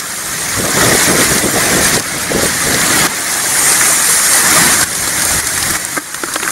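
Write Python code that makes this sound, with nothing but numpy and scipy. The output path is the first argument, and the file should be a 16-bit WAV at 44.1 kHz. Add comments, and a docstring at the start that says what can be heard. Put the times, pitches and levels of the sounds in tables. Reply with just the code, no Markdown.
"""Water rushes through a highbanker sluice: jets foam in the hopper, spray bars sizzle, the box booms.
The level of the rush drops abruptly several times and creeps back at a steady rate.
A shovel grinds into wet gravel, swings up over the spray bars and tips its load:
stones click against each other and knock on the steel. Air buffets the small mono camera close by."""
import sys
import numpy as np
from scipy import signal
from scipy.fft import rfft, irfft, next_fast_len
from scipy.io import wavfile
from scipy.ndimage import uniform_filter1d, map_coordinates

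SR = 44100
rng = np.random.default_rng(int(sys.argv[2]) if len(sys.argv) > 2 else 0)


def store_pcm(level_fs):
    """Save levels as 16-bit WAV."""
    pcm = np.round(np.clip(level_fs, -1, 1) * 32767).astype(np.int16)
    wavfile.write(sys.argv[1], SR, np.atleast_2d(pcm).T)


N = 287159


def amp(db):
    """Decibels to gain."""
    return 10 ** (np.asarray(db) / 20)


def unit(x):
    """x at rms 1."""
    return x / np.sqrt(np.mean(x ** 2) + 1e-20)


def curves(rows):
    """One value per sample for each column after the time."""
    s, *cols = np.transpose(rows)
    return [np.interp(np.arange(N) / SR, s, c) for c in cols]


def wobble(rate):
    """A smooth random curve, rate knots a second."""
    return map_coordinates(rng.standard_normal(int(N * rate / SR) + 4), [np.arange(N) * rate / SR])


def filtered(x, response):
    """x times a response of frequency."""
    size = next_fast_len(N + SR // 4)
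    return irfft(rfft(x, size) * response(np.fft.rfftfreq(size, 1 / SR)), size)[..., :N]


def coloured(x, spectrum):
    """x shaped by (Hz, dB) points on a log axis, at rms 1."""
    f, db = np.transpose(spectrum)
    return unit(filtered(x, lambda hz: amp(np.interp(np.log(hz + 1), np.log(f), db))))


def grains(rate, low_hz, high_hz, cycles, spread_db, glide, size):
    """A random shower of damped sines, each a few cycles long and rising in pitch by glide."""
    when, pitch, strength, life = rng.random((int(rate * N / SR), 4)).T[:, :, None]
    hz = low_hz + (min(high_hz, SR / 2) - low_hz) * pitch
    turns = hz * np.arange(size) / SR
    age = turns / (cycles * (.5 + life))  # high grains die sooner
    loudness = amp(-spread_db * np.log(1 - .995 * strength)) * np.sqrt(hz)
    waves = loudness * np.exp(-age) * np.sin(2 * np.pi * turns * (1 + glide * age / 2))
    at = (when * N).astype(int) + np.arange(size)
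    return unit(np.bincount(at.ravel(), waves.ravel(), N)[:N])


# abrupt drops in the rush: start_s, depth_db, extra_dip_db
LEVEL_DROPS = [(0.0, 6.5, 1.5), (1.12, 2, 2), (1.39, 4.5, -3), (1.972, 2.5, 1), (2.0, 6, 4),
               (3.066, 8.5, 1.5), (4.408, 2.5, 0.5), (4.74, 4.5, -2), (4.838, 9.5, 3), (5.402, 7, 2.5),
               (5.766, 9, -1), (5.98, 14.5, -1.5), (6.36, 10.5, 2)]


def sag_db():
    """The rush falls at each drop, settles and climbs back steadily; the deepest drop sets the level."""
    fall_s, dip_tau_s, recover_db_per_s = 0.01, 0.039, 13.5
    sags_db = []
    for start_s, depth_db, dip_db in LEVEL_DROPS:
        age_s = np.maximum(np.arange(N) / SR - start_s, 0)
        slow_db = np.maximum(depth_db - recover_db_per_s * age_s, 0)
        quick_db = dip_db * np.exp(-age_s / dip_tau_s)
        sags_db.append(np.minimum(age_s / fall_s, 1) * (slow_db + quick_db))
    return -np.max(sags_db, axis=0)


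def swell(middle_s, half_length_s):
    """Bell-shaped rise and fall of height 1."""
    return np.exp(-((np.arange(N) / SR - middle_s) / half_length_s) ** 2)


# slow water level as the camera moves: time_s, splash_db, spray_db
WATER_LEVELS = [(0, -20, -16), (0.2, -22.5, -17), (0.45, -22.5, -18.5), (0.69, -20.5, -16.5),
                (0.79, -14.5, -14.5), (1.35, -17.5, -13.5), (1.88, -16, -14), (2.3, -20.5, -19),
                (2.8, -18.5, -14.5), (3.02, -13, -13), (3.35, -16.5, -11.3), (3.7, -16, -10),
                (4.0, -19, -11.5), (4.27, -18.5, -10.6), (4.52, -12.5, -9), (4.95, -15.5, -10),
                (5.35, -15.5, -10.5), (5.9, -19, -14.5), (6.51, -17, -10.5)]
# jet spurts: middle_s, half_length_s, splash_db, spray_db
JET_SPURTS = [(0.352, 0.04, -0.5, 0), (0.543, 0.08, 1, 0.5), (0.82, 0.052, 0.5, 0.5), (1.05, 0.14, 0.5, 2),
              (1.227, 0.05, 3.5, 1.5), (1.616, 0.045, 2, 1.5), (1.86, 0.035, 1.5, 3.5),
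              (2.223, 0.025, 1, 3.5), (2.45, 0.034, 1, 4), (2.524, 0.026, 1, -0.5), (2.82, 0.032, 1, 0.5),
              (3.856, 0.033, 1.5, 1), (4.13, 0.049, 2.5, 2), (4.366, 0.035, 1.5, 1.5),
              (4.593, 0.033, 1.5, 0.5), (4.704, 0.03, 0.5, -1.5), (4.82, 0.018, 3, 1),
              (5.37, 0.027, -1.5, -1.5)]


def water_db():
    """Splash and spray levels: slow course plus spurts and sag."""
    spurts_db = sum(np.outer([splash_db, spray_db], swell(middle_s, half_length_s))
                    for middle_s, half_length_s, splash_db, spray_db in JET_SPURTS)
    return curves(WATER_LEVELS) + spurts_db + sag_db()


def patchy(x, depth_db, size):
    """Each narrow band of x swells and fades by itself, so the rush flickers."""
    bands = signal.stft(x, nperseg=size)[2]
    field = uniform_filter1d(rng.standard_normal(bands.shape), size=3, axis=0)
    field = uniform_filter1d(field, size=3, axis=1)
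    return signal.istft(bands * amp(depth_db * np.tanh(unit(field))), nperseg=size)[1][:N]


# hollow ring of the hopper: time_s, pitch_hz
HOPPER_PITCH = [(0.2, 1690), (0.8, 1840), (1.5, 1810), (2.15, 1950), (2.9, 1840), (3.4, 1750), (3.8, 1950),
                (4.3, 1910), (4.65, 1560), (5.1, 1700), (5.7, 1820), (6.4, 1700)]


def hopper_resonance(splash):
    """The hopper lifts one band of the splash, whose pitch drifts over time."""
    lift_db, width_octaves = 3, 0.19
    hz, t, bands = signal.stft(splash, SR, nperseg=1024)
    octaves = np.log2((hz[:, None] + 1) / np.interp(t, *np.transpose(HOPPER_PITCH)))
    lift = amp(lift_db * np.exp(-(octaves / width_octaves) ** 2 / 2))
    return unit(signal.istft(bands * lift, SR, nperseg=1024)[1][:N])


# spectra of the rush: frequency_hz, gain_db
SPLASH_SPECTRUM = [(10, -80), (100, -28), (300, -7), (480, -7), (750, -4), (930, -7), (1200, -2.5),
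                   (1550, -3), (2020, -1.5), (2350, -6.5), (2750, -12), (3600, -10), (6000, -10.5),
                   (13000, -26.5)]
SPRAY_SPECTRUM = [(1500, -57), (3000, -21), (4000, -8.5), (5400, -7), (6800, -1), (7500, -2.5),
                  (8300, -0.5), (9600, -4), (10900, -2.5), (12700, -11.5), (13600, -15.5), (14600, -18),
                  (15200, -16.5), (15800, -9.5)]
SIZZLE_SPECTRUM = [(2000, -45), (5200, -13), (6700, -4.5), (8400, -4), (9600, -2.5), (11000, -6),
                   (12700, -17), (13600, -24), (14600, -18), (15800, -32)]
# how openly the spray bars face the microphone: time_s, sizzle_over_spray_db
BAR_FACING = [(0, -24), (3.05, -31), (3.6, 8), (4.1, 4), (4.6, -2.5), (6.51, -7)]


def water_rush():
    """Jets foam in the hopper, fine drops hit the steel and the spray bars sizzle."""
    splash_db, spray_db = water_db()
    surge = wobble(20)  # jet flutter, common to foam and spray
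    bubbles = grains(rate=2200, low_hz=338, high_hz=4124, cycles=3.24, spread_db=0, glide=0.069, size=440)
    drops = grains(rate=3000, low_hz=2480, high_hz=13530, cycles=2, spread_db=3.5, glide=0, size=130)
    foam = patchy(bubbles + amp(10) * rng.standard_normal(N), depth_db=4.5, size=1024)
    splash = hopper_resonance(coloured(foam, SPLASH_SPECTRUM))
    mist = patchy(drops + amp(6.5) * rng.standard_normal(N), depth_db=6.5, size=1024)
    spray = coloured(mist, SPRAY_SPECTRUM)
    sizzle = coloured(patchy(rng.standard_normal(N), depth_db=10.5, size=2048), SIZZLE_SPECTRUM)
    facing = amp(curves(BAR_FACING)[0])
    hiss = (spray + facing * sizzle) / np.hypot(1, facing)  # constant power
    return (amp(splash_db + 0.69 + 0.5 * surge) * splash
            + amp(spray_db - 0.6 + 0.31 * surge + 0.69 * wobble(260)) * hiss)


# thrown water: frequency_hz, gain_db
SLOSH_SPECTRUM = [(500, -30), (1100, -5), (2000, -2), (2750, -11), (3600, -2), (6000, -1), (9000, -20)]


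def gurgle():
    """Big bubbles ring singly in the foam; gouts of water land as coarse, clumped splashes."""
    bubbles = grains(rate=110, low_hz=850, high_hz=2150, cycles=13, spread_db=1.5, glide=0.025, size=2600)
    gouts = grains(rate=450, low_hz=1000, high_hz=6500, cycles=4, spread_db=2, glide=0.03, size=500)
    slosh = unit(coloured(gouts, SLOSH_SPECTRUM) * amp(4 * wobble(40)))
    splash_db = water_db()[0]
    return amp(splash_db) * (amp(-10.5) * bubbles + amp(-11.5) * slosh)


# fat drops on the hopper walls: time_s, level_db
SPATTER_LEVEL = [(0, -32), (2.3, -27.5), (2.9, -25.5), (3.6, -30.5), (4.7, -26), (5.2, -35), (6.51, -35)]
# their spectrum: frequency_hz, gain_db
SPATTER_SPECTRUM = [(1200, -30), (2400, -5), (2800, -4), (3400, -3.5), (5200, -2.5), (6500, -4.5),
                    (8000, 11), (12000, -40)]


def spatter():
    """Fat drops leave the jets in clumps and burst on the hopper walls."""
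    drops = grains(rate=800, low_hz=2300, high_hz=6800, cycles=7, spread_db=1.8, glide=0.04, size=520)
    clumps = amp(2.4 * wobble(35))
    return amp(curves(SPATTER_LEVEL)[0] + sag_db()) * unit(coloured(drops, SPATTER_SPECTRUM) * clumps)


# air on the camera: time_s, level_db
BUFFET_LEVEL = [(0, -41), (0.8, -34.5), (1.75, -30), (2.6, -34.5), (2.95, -30), (3.15, -34), (4.38, -42),
                (4.52, -30.5), (5.35, -27.5), (5.7, -29), (5.95, -35), (6.51, -37)]
# air puffs: middle_s, boost_db
AIR_PUFFS = [(0.32, 6), (0.58, 12), (0.86, 12), (1.31, 10), (1.78, 9), (3.62, 5), (5.05, 4), (5.35, 5),
             (5.68, 8)]
# rumble of air, also of shifting gravel: frequency_hz, gain_db
RUMBLE_SPECTRUM = [(8, -60), (25, -13), (50, -4.5), (85, 2), (125, -2.5), (200, -10), (600, -31.5)]


def air_buffet():
    """Air buffets the moving camera in puffs."""
    puffs_db = sum(boost_db * swell(middle_s, half_length_s=0.05) for middle_s, boost_db in AIR_PUFFS)
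    level_db = curves(BUFFET_LEVEL)[0] + puffs_db + sag_db()
    return amp(level_db) * coloured(rng.standard_normal(N), RUMBLE_SPECTRUM)


# sluice box boom: time_s, boom_over_splash_db
BOOM_BALANCE = [(0, -10), (2.9, -7.5), (3.3, -13.5), (4.3, -14), (4.65, -9), (5.0, -9.5), (5.6, -12),
                (6.51, -8)]
# its spectrum: frequency_hz, gain_db
BOOM_SPECTRUM = [(10, -60), (90, -23), (135, -2.5), (175, 0), (240, -4.5), (310, -2), (430, -10.5),
                 (1200, -51)]


def sluice_boom():
    """The stream booms in the sluice box in step with its splash."""
    level_db = curves(WATER_LEVELS)[0] + curves(BOOM_BALANCE)[0] + sag_db()
    return amp(level_db) * coloured(rng.standard_normal(N), BOOM_SPECTRUM)


def shove(start_s, length_s, level_db):
    """Envelope of one push: the blade bites, grinds on, and the gravel settles."""
    attack_s, release_db_per_s = 0.028, 298
    t = np.arange(N) / SR - start_s
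    return np.clip(t / attack_s, 0, 1) * amp(level_db - release_db_per_s * np.maximum(t - length_s, 0))


# pushes through the gravel: start_s, length_s, level_db
BLADE_SHOVES = [(0.56, 0.068, -17.5), (0.611, 0.067, -15.5), (0.737, 0.063, -16), (0.8, 0.13, -13.3),
                (1.06, 0.1, -12.5), (1.157, 0.063, -13.5), (1.283, 0.078, -15.5), (1.411, 0.054, -13),
                (1.527, 0.05, -13.5), (1.603, 0.09, -20), (1.692, 0.14, -14), (1.848, 0.02, -16),
                (1.915, 0.066, -18), (2.132, 0.035, -21), (2.285, 0.17, -18.5), (2.64, 0.11, -18.5),
                (2.88, 0.17, -21.5)]
# spectra of slipping stones and loose grit: frequency_hz, gain_db
GRIND_SPECTRUM = [(20, -70), (60, -19), (125, -1.5), (280, 0.5), (450, -1), (650, -3.5), (950, -14),
                  (2000, -36), (5000, -60)]
GRIT_SPECTRUM = [(800, -35), (2000, -9), (2800, 1), (3500, 19), (4900, -28), (7000, -27), (14000, -30)]
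# cobbles on the buried blade: start_s, level_db, pitch_hz
COBBLE_BUMPS = [(0.83, 2, 202), (0.951, 6.5, 412), (1.931, 3, 369), (1.975, 3, 415), (2.317, 2, 505),
                (2.349, 5.5, 342), (2.361, 7, 460), (2.394, 3, 517), (2.433, 4, 507), (2.458, 2, 443),
                (2.671, 1, 428)]


def shovel():
    """Buried stones slip along the blade in dull pulses; grit crackles, gravel heaves, cobbles bump."""
    push = np.max([shove(*row) for row in BLADE_SHOVES], axis=0)
    slips = grains(rate=850, low_hz=90, high_hz=1050, cycles=0.86, spread_db=1.5, glide=0, size=900)
    crunch = unit(coloured(slips, GRIND_SPECTRUM) * amp(1.1 * wobble(44.9)))
    ticks = grains(rate=350, low_hz=2010, high_hz=7000, cycles=7.7, spread_db=-9, glide=0, size=260)
    grit = coloured(ticks, GRIT_SPECTRUM)
    heave = coloured(rng.standard_normal(N), RUMBLE_SPECTRUM)
    out = push * (amp(-1) * crunch + amp(-16.5) * grit + amp(-18) * heave)
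    t, bump_t60_s = np.arange(SR // 20) / SR, 0.021
    for start_s, level_db, pitch_hz in COBBLE_BUMPS:
        bump = amp(level_db - 7 - 60 * t / bump_t60_s) * np.sin(2 * np.pi * pitch_hz * t)
        out[round(start_s * SR):][:len(t)] += bump
    return out


def ring(modes, t, t60_ratio, pitch_ratio, detune):
    """One blow: every stone lands elsewhere and loads the steel differently."""
    hz, db, t60_s = np.transpose(modes)[:, :, None]
    strength, shift = rng.uniform(-1.5, 1, (2, len(modes), 1))
    gain = amp(db + 3 * strength) * rng.choice([-1, 1], hz.shape)
    decay = amp(-60 * t / (t60_ratio * t60_s))
    waves = gain * decay * np.sin(2 * np.pi * pitch_ratio * hz * (1 + detune * shift) * t)
    return waves.sum(0) / np.linalg.norm(gain)


# stones on steel: start_s, clack_db, slap_db, thud_db, crack_db, t60_ratio, pitch_ratio
STONE_HITS = [(0.8092, 4, -9, -28, -16, 1, 1.1), (3.81, 6, 0, -39, -21, .8, 1.13),
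              (4.811, 0, -3, -35, -10, 1, 0.85), (4.828, -4, 3, -39, -10, 0.91, 1),
              (4.95, -9, -20, -37, -14, .7, 1.05), (5.0758, -15, -4, -22, -12, 0.65, 1.05),
              (5.219, 0, -8, -36, -9.5, .7, 1.06), (5.4691, -4, -21, -39, -9.5, .7, 1.05),
              (5.5762, -1, -16, -48, -11.5, .7, 1.1), (5.626, -9, -15, -31, -11.5, .7, 0.93),
              (5.702, 0, -16, -26, -15, .8, 1.1), (5.753, 1.5, -2, -28, -30, 1, 1.07),
              (5.9671, 0, -28, -30, -25, 1.1, 1.03), (5.975, 5, -28, -16.5, -24, 1, 1.01),
              (6.144, -1, -4.5, -43, -17, 0.45, 1.16), (6.2352, -3, 0, -18, -19, 0.7, 1.11),
              (6.2847, -3, -14, -27, -22, 0.43, 0.94), (6.3373, -14, -22, -36, -13.5, .6, 0.83),
              (6.3588, 3, 3, -16, -19, 0.77, 1.02), (6.399, 2, -18, -29, -32, .3, 1.12),
              (6.4264, -1, -14, -28, -29, .6, 1.2), (6.4303, -5, 0.5, -20, -19, .5, 1.3),
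              (6.4478, -3, -14, -26, -27, 0.75, 1.06), (6.476, 5, -5, -33, -22, .45, .96),
              (6.4845, -1, -11, -29, -23, .8, 1)]
# modes of the loaded steel: base_pitch_hz, level_db, base_t60_s
CLACK_MODES = [(1163, 1, 0.047), (1261, 8.2, 0.051), (1575, 9.5, 0.057), (1785, 3.5, 0.05),
               (2060, 5, 0.053)]
THUD_MODES = [(300, 5, 0.08), (430, -3, 0.032), (550, 6, 0.026), (735, 3, 0.033)]
# contact noise spectra: frequency_hz, gain_db
SLAP_SPECTRUM = [(100, -35), (400, -12), (750, -1), (1500, 12.5), (2100, -7), (2800, -4), (3500, -2),
                 (5000, -20), (10000, -30)]
CRACK_SPECTRUM = [(500, -29), (2000, -25), (2800, -11), (3800, 1.5), (7000, 5), (11000, 4.5), (13500, -13),
                  (16000, -21)]


def stones_on_steel():
    """Each stone slaps, cracks and rings the steel, which mud and water damp at once."""
    slap_t60_s, crack_t60_s, cushion_s = 0.021, 0.043, 0.00081
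    out, t = np.zeros(N + SR), np.arange(SR // 10) / SR
    dull = coloured(rng.standard_normal(N), SLAP_SPECTRUM)
    bright = coloured(rng.standard_normal(N), CRACK_SPECTRUM)
    contact = 1 - np.exp(-t / cushion_s)  # mud cushions the landing
    for start_s, clack_db, slap_db, thud_db, crack_db, t60_ratio, pitch_ratio in STONE_HITS:
        piece = rng.integers(N - len(t)) + np.arange(len(t))
        slap = amp(slap_db - 7 - 60 * t / slap_t60_s) * dull[piece]
        clack = amp(clack_db - 8.5) * ring(CLACK_MODES, t, t60_ratio, pitch_ratio, detune=0.0058)
        thud = amp(thud_db + 10.5) * ring(THUD_MODES, t, t60_ratio, pitch_ratio, detune=0.03)
        crack = amp(crack_db + 3 - 60 * t / crack_t60_s) * bright[piece]
        out[round(start_s * SR):][:len(t)] += contact * (slap + clack + thud + crack)
    return out[:N]


# pebble on pebble: start_s, level_db, pitch_hz
PEBBLE_HITS = [(1.383, -5.5, 4900), (1.9974, -5, 6500), (2.744, -8, 4250), (2.8138, -6, 3800),
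               (3.0664, -9.5, 3360), (3.447, -14, 4500), (4.3335, -6, 4600), (5.251, -3, 8800),
               (5.535, -14, 6200), (5.627, -10, 4000), (5.708, -9, 9800), (5.8497, -6, 8000),
               (6.144, -18, 3400), (6.338, -16, 4300), (6.3573, -10, 3500), (6.4315, -15, 2800),
               (6.4771, -3, 1510), (6.505, -10, 7550)]


def pebble_clicks():
    """Colliding pebbles give a short band of noise, higher for smaller stones."""
    t60_s, width_octaves = 0.015, 0.38
    out, t = np.zeros(N + SR), np.arange(SR // 20) / SR
    hz = np.fft.rfftfreq(len(t), 1 / SR) + 1
    for start_s, level_db, pitch_hz in PEBBLE_HITS:
        band = np.exp(-(np.log2(hz / pitch_hz) / width_octaves) ** 2 / 2)
        click = unit(irfft(rfft(rng.standard_normal(len(t))) * band, len(t)))
        out[round(start_s * SR):][:len(t)] += amp(level_db - 60 * t / t60_s) * click
    return out[:N]


# small gravel sliding off the blade: time_s, level_db
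TRICKLE_LEVEL = [(0, -70), (6.05, -60), (6.17, -34), (6.4, -33), (6.49, -25)]


def gravel_trickle():
    """Small gravel clatters unevenly into the hopper."""
    taps = grains(rate=130, low_hz=1110, high_hz=2100, cycles=3, spread_db=3, glide=0, size=900)
    return amp(curves(TRICKLE_LEVEL)[0]) * taps


def scene():
    """Open air: one microphone feeds both channels."""
    bed = water_rush() + gurgle() + spatter() + air_buffet() + sluice_boom()
    digging = shovel() + stones_on_steel() + pebble_clicks() + gravel_trickle()
    return np.tile(bed + digging, (2, 1))


def record(dry):
    """The camera rounds off the highest peaks, notches the treble and limits the band steeply."""
    ceiling, notch_hz, notch_half_width_hz, top_hz = 1.05, 7850, 130, 15700
    rounded = dry / (1 + np.abs(dry / ceiling) ** 6) ** (1 / 6)
    notch = lambda hz: 1 - np.exp(-((hz - notch_hz) / notch_half_width_hz) ** 4)
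    return filtered(rounded, lambda hz: notch(hz) * (hz < top_hz))


dry = scene()
out = record(dry)
store_pcm(out)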